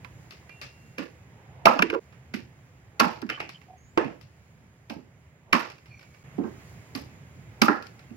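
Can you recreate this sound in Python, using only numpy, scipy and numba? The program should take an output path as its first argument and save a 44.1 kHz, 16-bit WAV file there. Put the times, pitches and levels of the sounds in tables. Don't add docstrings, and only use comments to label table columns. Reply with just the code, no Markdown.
import sys
import numpy as np
from scipy import signal
from scipy.fft import rfft, irfft, next_fast_len
from scipy.io import wavfile
from scipy.ndimage import uniform_filter1d, map_coordinates
from numba import njit

SR = 44100
rng = np.random.default_rng(int(sys.argv[2]) if len(sys.argv) > 2 else 0)


def dump(signal):
    limited = np.clip(np.atleast_2d(signal).T, -1, 1)
    pcm = np.round(limited * 32767).astype(np.int16)
    wavfile.write(sys.argv[1], SR, pcm)


def ratio(d):
    e = np.asarray(d, float) / 20
    return 10 ** e


N = 359856

# (t/s, crack peak level/dB, block level/dB, branch level/dB, branch f/Hz, edge brightness/dB)
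CHOPS = [(0.9825, -25, -32, -38.5, 1580, -11.5), (1.6573, 1.5, -10.5, 3.5, 1000, -11.5),
         (2.3396, -25.5, -29.5, -43, 1470, -10.5), (2.9991, -5.5, -30.5, -8.5, 1480, -8),
         (4.8986, -30, -35, -36, 872, -9.5), (5.5297, -3.5, -15.5, -4, 1420, -11.5),
         (6.951, -24.5, -33.5, -41.5, 1130, -3.5), (7.6188, -1.5, -5.5, -5.5, 1290, -7)]
# (t/s, crack peak level/dB, block level/dB, block f/Hz, branch level/dB, branch f/Hz)
BOUNCES = [(1.7906, -7.5, -15.5, 209, -7.5, 1340), (1.8137, -21, -39.5, 412, -31, 1320),
           (1.8221, 2.5, -12.5, 320, -6, 1320), (1.8999, -12.5, -25, 450, -27, 1540),
           (1.9267, -31.5, -15.5, 452, -24, 1405), (1.9457, -23, -17, 460, -21, 858),
           (3.2234, -39, -28.5, 268, -34.5, 1370), (1.9365, -27.5, -21.5, 425, -23.5, 1200)]
KNOCKS = [(1.6679, -9, -10, 212, 8.5, 1160), (1.6814, -3.5, -33, 258, -14, 1130),
          (1.705, -34.5, -20, 266, -8, 1170), (3.0072, -13, -11, 245, -2.5, 926),
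          (3.0414, -16, -17, 217, -11.5, 1100), (3.2911, -26, -51.5, 270, -37, 1370),
          (3.2989, -20, -36.5, 325, -28, 1510), (3.3113, -41, -52.5, 345, -53, 947),
          (3.3737, -46, -54, 338, -37, 1400), (3.3961, -34, -54.5, 480, -53, 939),
          (3.4017, -22.5, -55, 444, -32, 870), (3.4144, -32, -40.5, 360, -41, 880),
          (3.9748, -18, -9, 430, -10.5, 680), (3.98, -16, -30, 400, -14, 1960),
          (4.0444, -26.5, -25, 180, -45, 770), (1.754, -42, -22, 257, -27, 900),
          (6.403, -59, -26.5, 282, -60, 805), (4.9579, -68, -34.5, 233, -71, 783),
          (5.54, -27, -16, 248, -8, 1080), (6.3814, -48, -20, 248, -52.5, 866),
          (6.4373, -45, -30.5, 294, -39, 1000), (7.6815, -13.5, -9.5, 273, 0, 1330),
          (7.6914, -43, -15.5, 340, -8.5, 1480), (8.1044, -50, -38, 231, -64, 740)]
# (t/s, crack peak level/dB, pan/dB, walls level/dB)
CHIPS = [(0.0458, -35, -18, -15), (0.3072, -36, 9, -3), (0.493, -42, -11, -5.5), (0.614, -31, 9, 2),
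         (0.63, -36.5, -2, 1.5), (0.321, -41.5, 2, -0.5), (2.1245, -51, -13.5, 2.5),
         (3.2166, -37.5, 15, -14), (3.4909, -32, 5, -3.5), (3.6146, -54, -23, 0.5), (4.2108, -46, 18, -1.5),
         (5.7, -36.5, 6, -8), (5.717, -41.5, 0, -4), (3.265, -48, 2, -11), (3.632, -63, 2, 2),
         (5.7815, -49.5, -10, -13), (5.8571, -50, -2, 2), (5.9929, -46.5, 9, -2), (6.0096, -51.5, -9, -0.5),
         (6.0279, -45.5, -6, -3), (6.1409, -52.5, -10.5, 4), (7.8236, -37, 19, -5.5),
         (7.8668, -39, 13, -18), (7.9925, -44.5, 1, -3)]
# (f/Hz, level/dB per Hz)
CRACK_COLOUR = [(900, -10.5), (1800, -5), (2600, 1), (3300, -8), (4200, -6.5), (5200, -5), (6500, -17.5),
                (9000, -26), (13000, -17), (15500, -43)]
# (f/Hz, width/Hz, level/dB)
BRANCH_MODES = [(624, 170, -0.5), (738, 37, -3.5), (813, 110, -1.5), (975, 27, 4), (1000, 21, 3.5),
                (1094, 73, 0.5), (1208, 80, -3), (1386, 52, -0.5), (1557, 39, -1.5), (1670, 76, -2),
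                (2136, 200, -22)]
# (f/Hz, width/Hz, level/dB)
BLOCK_MODES = [(150, 50, -5), (190, 45, -3), (232, 32, 0), (285, 45, -2), (335, 45, 0), (435, 40, -1),
               (520, 50, -4)]
# (f/Hz, t60/s)
WALL_DECAY = [(150, 0.26), (400, 0.35), (1000, 0.24), (2800, 0.29), (7000, 0.32), (14000, 0.066)]
# (f/Hz, L-R level/dB)
PORT_BALANCE = [(60, -3), (110, -4), (200, -13), (380, -14), (700, -6), (1290, -12.5), (2380, -6),
                (4400, 8), (8120, 6.5), (15000, 3.5)]
# (f/Hz, phase/rad)
PORT_LEAD = [(700, -5.5), (1380, -0.8), (2000, 4.5), (3100, 4), (4200, 6), (7000, 8), (16000, 8.5)]
# (end t/s, length/s, final level/dB)
SWINGS = [(1.64, 0.45, -59), (2.995, 0.19, -63), (5.515, 0.06, -59), (7.611, 0.11, -59)]
# (f/Hz, level/dB per Hz)
SWISH_COLOUR = [(150, -37.5), (350, -1.5), (900, 2), (1500, -16.5), (3000, -47.5)]
# (f/Hz, level/dB, t60/s)
STEEL_TONES = [(2396, -45.5, 0.26), (2750, -54.5, 1.66)]
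# (t/s, length/s, f/Hz, level/dB)
SQUEAKS = [(3.3, 0.085, 3070, -41.5), (3.32, .06, 2950, -52), (3.542, 0.043, 3080, -48),
           (3.677, 0.099, 736, -47), (5.903, 0.12, 2390, -51.5), (5.922, 0.36, 2256, -62),
           (5.883, 0.16, 4380, -69.5), (5.917, 0.1, 5800, -67.5)]
# (t/s, length/s, start f/Hz, end f/Hz, level/dB)
BIRD_CALLS = [(3.764, .15, 6100, 6930, -66.5), (3.86, 0.17, 6800, 7920, -77)]
# (t/s, hum level/dB, hiss level/dB)
TOWN_COURSE = [(0, -60.5, -72), (.7, -63, -72.5), (1.6, -62, -77), (2.001, -63, -74.5), (2.498, -64.5, -77),
               (3.302, -65.5, -77.5), (4.3, -66, -77), (5.399, -67, -81), (6.22, -64.5, -72.5),
               (6.25, -59, -72), (6.699, -58, -67), (7.1, -59.5, -72), (8.16, -62, -72)]
# (f/Hz, level/dB per Hz)
RUMBLE_COLOUR = [(15, -51), (25, -36.5), (38, -27), (70, -6), (129, -1), (268, -18), (300, -22),
                 (390, -41.5), (660, -120)]
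# (f/Hz, level/dB per Hz)
HUM_COLOUR = [(120, -48), (200, -12), (356, -5), (493, -7), (666, -9.5), (878, -11), (1330, -13.5),
              (2110, -11), (4000, -26), (5200, -63.5), (8800, -120)]
# (f/Hz, level/dB per Hz)
HISS_COLOUR = [(1880, -27.5), (3200, -7.5), (3330, -15), (4410, -3.5), (5140, -2), (6080, -6.5),
               (6850, 3.5), (7780, -9.5), (13500, -13), (15000, -21.5), (15800, -10)]
# (f/Hz, correlation from -1 to 1)
SIDE_LIKENESS = [(60, 0.93), (130, 1), (290, 0.68), (640, 0.96), (1410, -0.17), (3100, 0.053), (6820, -0.8),
                 (15000, 1)]
# (f/Hz, L-R level/dB)
NOISE_BALANCE = [(60, 0.5), (150, -2.5), (380, -2.5), (950, -5), (2380, -6.5), (5980, 5.5), (15000, -4)]
DIPS = [1.997, 6.235]

LENGTH = 24576
BITE_S, SLAP_S = 0.0015, 0.0005
CHOP_BLOCK_HZ, CHOP_PAN_DB, CHOP_WALLS_DB = 233.6, -0.5, -2.5
BOUNCE_EDGE_DB, BOUNCE_PAN_DB, BOUNCE_WALLS_DB = -19.5, 3.5, -16.5
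KNOCK_EDGE_DB, KNOCK_PAN_DB, KNOCK_WALLS_DB = -20.5, 4.5, -4
CHIP_EDGE_DB, CHIP_BODY_DB, CHIP_HZ = -8.5, -12, 1400
SPLINTERS_DB, SPLINTERS_T60_S, SPLINTERS_PER_S = -21.5, 0.27, 310
SCATTER_DB = 2.5
BLOCK_FAR_DB, FAR_RING_S = -2, 0.004
ECHO_LUMPS_DB = 2
STEEL_S = 0.492
SQUEAK_WAVER_HZ, SQUEAK_FLUTTER_DB, SQUEAK_FALL_DB = 69, 4.5, 8.5
BIRD_WAVER_HZ, BIRD_FLUTTER_DB = 180, 2.5
RUMBLE_DB = 9
TOP_HZ = 15900


def unit(x):
    return x / np.sqrt(np.mean(x ** 2) + 1e-20)


def peak(x):
    return x / np.abs(x).max()


def along(points, hz):
    f, value = np.transpose(points)
    return np.interp(np.log(hz + 1), np.log(f + 1), value)


def filtered(x, response):
    m = next_fast_len(x.shape[-1] + 8192)
    hz = np.fft.rfftfreq(m, 1 / SR)
    return irfft(rfft(x, m) * response(hz), m)[..., :x.shape[-1]]


def balance(points):
    return lambda hz: ratio(np.outer([0.5, -0.5], along(points, hz)))


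def ring(push, modes, near_hz, octaves):
    gains = []
    for f0, _, db in modes:
        distance = np.log2(f0 / near_hz) / octaves
        gains.append(ratio(db + rng.normal(0, SCATTER_DB) - 6 * distance ** 2))

    def body(f):
        total = 0
        for k, ((f0, width, _), gain) in enumerate(zip(modes, gains)):
            resonance = 1j * f * width / (f0 * f0 - f * f + 1j * f * width)
            total = total + (-1) ** k * gain * resonance
        return total
    return peak(filtered(push, body))


def walls():
    hz, t, z = signal.stft(rng.standard_normal((2, LENGTH)), SR, nperseg=256)
    decay = ratio(-60 * t / along(WALL_DECAY, hz)[:, None])
    tail = signal.istft(z * decay, SR, nperseg=256)[1][:, :LENGTH]
    tail = tail * np.clip(np.arange(LENGTH) / (0.00097 * SR), 0, 1)
    lumps = unit(uniform_filter1d(rng.standard_normal(LENGTH), size=130))
    tail = tail * ratio(ECHO_LUMPS_DB * lumps)
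    return tail / np.linalg.norm(tail[0])


def contact(db, block_db, block_hz, branch_db, branch_hz, edge_db, pan_db, walls_db, rise_s):
    t = np.arange(4096) / SR - 0.004
    bite = np.where(t < 0, np.exp(t / rise_s), np.exp(-t / 0.0039))
    stop = 1.0 * (np.arange(len(t)) == np.argmax(bite))

    def fibres(share):
        return stop + share * bite * rng.standard_normal(len(t))

    def edge(f):
        return ratio(along(CRACK_COLOUR, f) + (edge_db + 5.5) * np.clip(np.log2(f / 2800 + 1e-9) * 2, 0, 1))

    def soft(x, corner_hz):
        return filtered(x, lambda f: 1 / (1 + 1j * f / corner_hz) ** 2)

    crack = ratio(db) * peak(filtered(fibres(share=1.0), edge))
    snap = filtered(stop, edge)
    shake = soft(fibres(share=0.05), 3000)
    rocking = np.where(t < 0, bite, np.exp(-t / 0.023)) * rng.standard_normal(len(t))
    thump = soft(stop + 0.052 * rocking, 700)
    ground = ratio(block_db - 37.5) * peak(soft(bite, 60))
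    branch = ratio(branch_db) * ring(shake, BRANCH_MODES, branch_hz, octaves=0.78)
    block = ratio(block_db) * ring(thump, BLOCK_MODES, block_hz, octaves=0.48)

    far = branch + ratio(BLOCK_FAR_DB) * block
    far_wood = far.std() * unit(far * np.exp(-t / FAR_RING_S))
    sent = far_wood + crack.std() * unit(snap)
    out = ratio(walls_db) * signal.fftconvolve(sent[None], walls(), axes=1)[:, :LENGTH]
    out[:, :len(t)] += crack + branch + block + ground
    return out * ratio([[pan_db / 3], [-pan_db / 3]])


def splinters(db):
    t = np.arange(LENGTH) / SR
    ticks = (rng.random(LENGTH) < SPLINTERS_PER_S / SR) * rng.standard_normal(LENGTH)
    bright = filtered(ticks, lambda f: ratio(along(CRACK_COLOUR, f)) * (f / 6000) ** 2)
    return ratio(db + SPLINTERS_DB - 60 * t / SPLINTERS_T60_S) * (t > 0.004) * unit(bright)


def chopping():
    sounds = []
    for s, db, block_db, branch_db, branch_hz, edge_db in CHOPS:
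        chop = contact(db, block_db, CHOP_BLOCK_HZ, branch_db, branch_hz,
                       edge_db, CHOP_PAN_DB, CHOP_WALLS_DB, BITE_S)
        sounds.append((s, chop + splinters(db + edge_db)))
    for s, *row in BOUNCES:
        sounds.append((s, contact(*row, BOUNCE_EDGE_DB, BOUNCE_PAN_DB, BOUNCE_WALLS_DB, SLAP_S)))
    for s, *row in KNOCKS:
        sounds.append((s, contact(*row, KNOCK_EDGE_DB, KNOCK_PAN_DB, KNOCK_WALLS_DB, SLAP_S)))
    for s, db, pan_db, walls_db in CHIPS:
        chip = contact(db, -120, CHOP_BLOCK_HZ, db + CHIP_BODY_DB, CHIP_HZ,
                       CHIP_EDGE_DB, pan_db, walls_db, SLAP_S)
        sounds.append((s, chip))

    out = np.zeros((2, N + LENGTH))
    for s, sound in sounds:
        start = round((s - 0.003) * SR)
        end = min([round(dip * SR) - start for dip in DIPS if dip > s] + [LENGTH])
        out[:, start:start + end] += sound[:, :end]

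    def two_ports(hz):
        lead = np.exp(1j * np.outer([0.5, -0.5], along(PORT_LEAD, hz)))
        return balance(PORT_BALANCE)(hz) * lead * hz / (hz + 20)
    return filtered(out[:, :N], two_ports)


def rush(colour, patchy_db):
    z = signal.stft(rng.standard_normal((2, N)), nperseg=512)[2]
    field = uniform_filter1d(rng.standard_normal(z.shape[1:]), size=5, axis=0)
    field = uniform_filter1d(field, size=10, axis=1)
    pair = signal.istft(z * ratio(patchy_db * unit(field)), nperseg=512)[1][:, :N]

    def mid_side(hz):
        angle = np.arccos(np.clip(along(SIDE_LIKENESS, hz), -1, 1)) / 2
        return ratio(along(colour, hz)) * [np.cos(angle), np.sin(angle)]
    mid, side = filtered(pair, mid_side)
    return np.array([mid + side, mid - side]) / mid.std()


def swings():
    t = np.arange(N) / SR
    swell = np.zeros(N)
    for end, length, db in SWINGS:
        swell += ratio(db) * np.clip(1 - (end - t) / length, 0, 1) * (t < end)
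    return swell * filtered(rush(SWISH_COLOUR, patchy_db=2), balance(NOISE_BALANCE))


def tones(rows):
    out = np.zeros(N + SR)
    for s, length, start_hz, end_hz, db, waver_hz, flutter_db, fall_db in rows:
        u = np.linspace(0, 1, round(length * SR))
        waver = waver_hz * unit(uniform_filter1d(rng.standard_normal(SR), size=60))[:len(u)]
        slow_noise = np.convolve(rng.standard_normal(SR), np.hanning(500), 'same')
        flutter = flutter_db * unit(slow_noise)[:len(u)]
        hz = start_hz + (end_hz - start_hz) * np.sqrt(u) + waver
        phase = 2 * np.pi * np.cumsum(hz) / SR
        fades = np.clip(np.minimum(u, 1 - u) * length / 0.019, 0, 1)
        out[round(s * SR):][:len(u)] += fades * ratio(db - fall_db * u + flutter) * np.sin(phase)
    return out[:N] * ratio([[-2], [2]])


def steel_ring():
    return tones([(STEEL_S, t60 * 0.3, hz, hz, db, 3, 0, 18) for hz, db, t60 in STEEL_TONES])


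def squeaks():
    return tones([(s, length, hz, hz, db, SQUEAK_WAVER_HZ * np.sqrt(hz / 3000), SQUEAK_FLUTTER_DB, SQUEAK_FALL_DB)
                  for s, length, hz, db in SQUEAKS])


def far_bird():
    return tones([(*row, BIRD_WAVER_HZ, BIRD_FLUTTER_DB, 2) for row in BIRD_CALLS])


def wobble(rate):
    knots = rng.standard_normal(int(N * rate / SR) + 4)
    return map_coordinates(knots, [np.arange(N) * rate / SR])


def town():
    s, *levels = np.transpose(TOWN_COURSE)
    town_db, hiss_db = [np.interp(np.arange(N) / SR, s, level) for level in levels]
    rumble = ratio(town_db + RUMBLE_DB + 0.43 * wobble(21.0)) * rush(RUMBLE_COLOUR, patchy_db=2.04)
    hum = ratio(town_db + 0.3 * wobble(6)) * rush(HUM_COLOUR, patchy_db=0.7)
    hiss = ratio(hiss_db + 0.6 * wobble(8)) * rush(HISS_COLOUR, patchy_db=1.0)
    return filtered(rumble + hum + hiss, balance(NOISE_BALANCE))


def scene():
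    t = np.arange(N) / SR
    dips = np.prod([np.clip(np.abs(t - dip) / 0.0042, 0.1, 1) for dip in DIPS], axis=0)
    return (chopping() + swings() + steel_ring() + squeaks() + far_bird() + town()) * dips


@njit
def follow(level, attack, release):
    out, held = np.empty_like(level), 0.0
    for i in range(len(level)):
        held += (level[i] - held) * (attack if level[i] > held else release)
        out[i] = held
    return out


def roll_off(x):
    return signal.sosfilt(signal.butter(12, 16430, fs=SR, output="sos"), x)


def record(dry):
    x = filtered(dry, lambda hz: hz < TOP_HZ)
    level = follow(np.abs(x).max(axis=0), 1 / (0.005 * SR), 1 / (0.055 * SR))
    duck = np.maximum(level / ratio(-25), 1) ** -0.45
    x = x * duck * ratio(1.5)
    mix = x / (1 + np.abs(x) ** 6) ** (1 / 6)
    return roll_off(mix)


dry = scene()
out = record(dry)
dump(out)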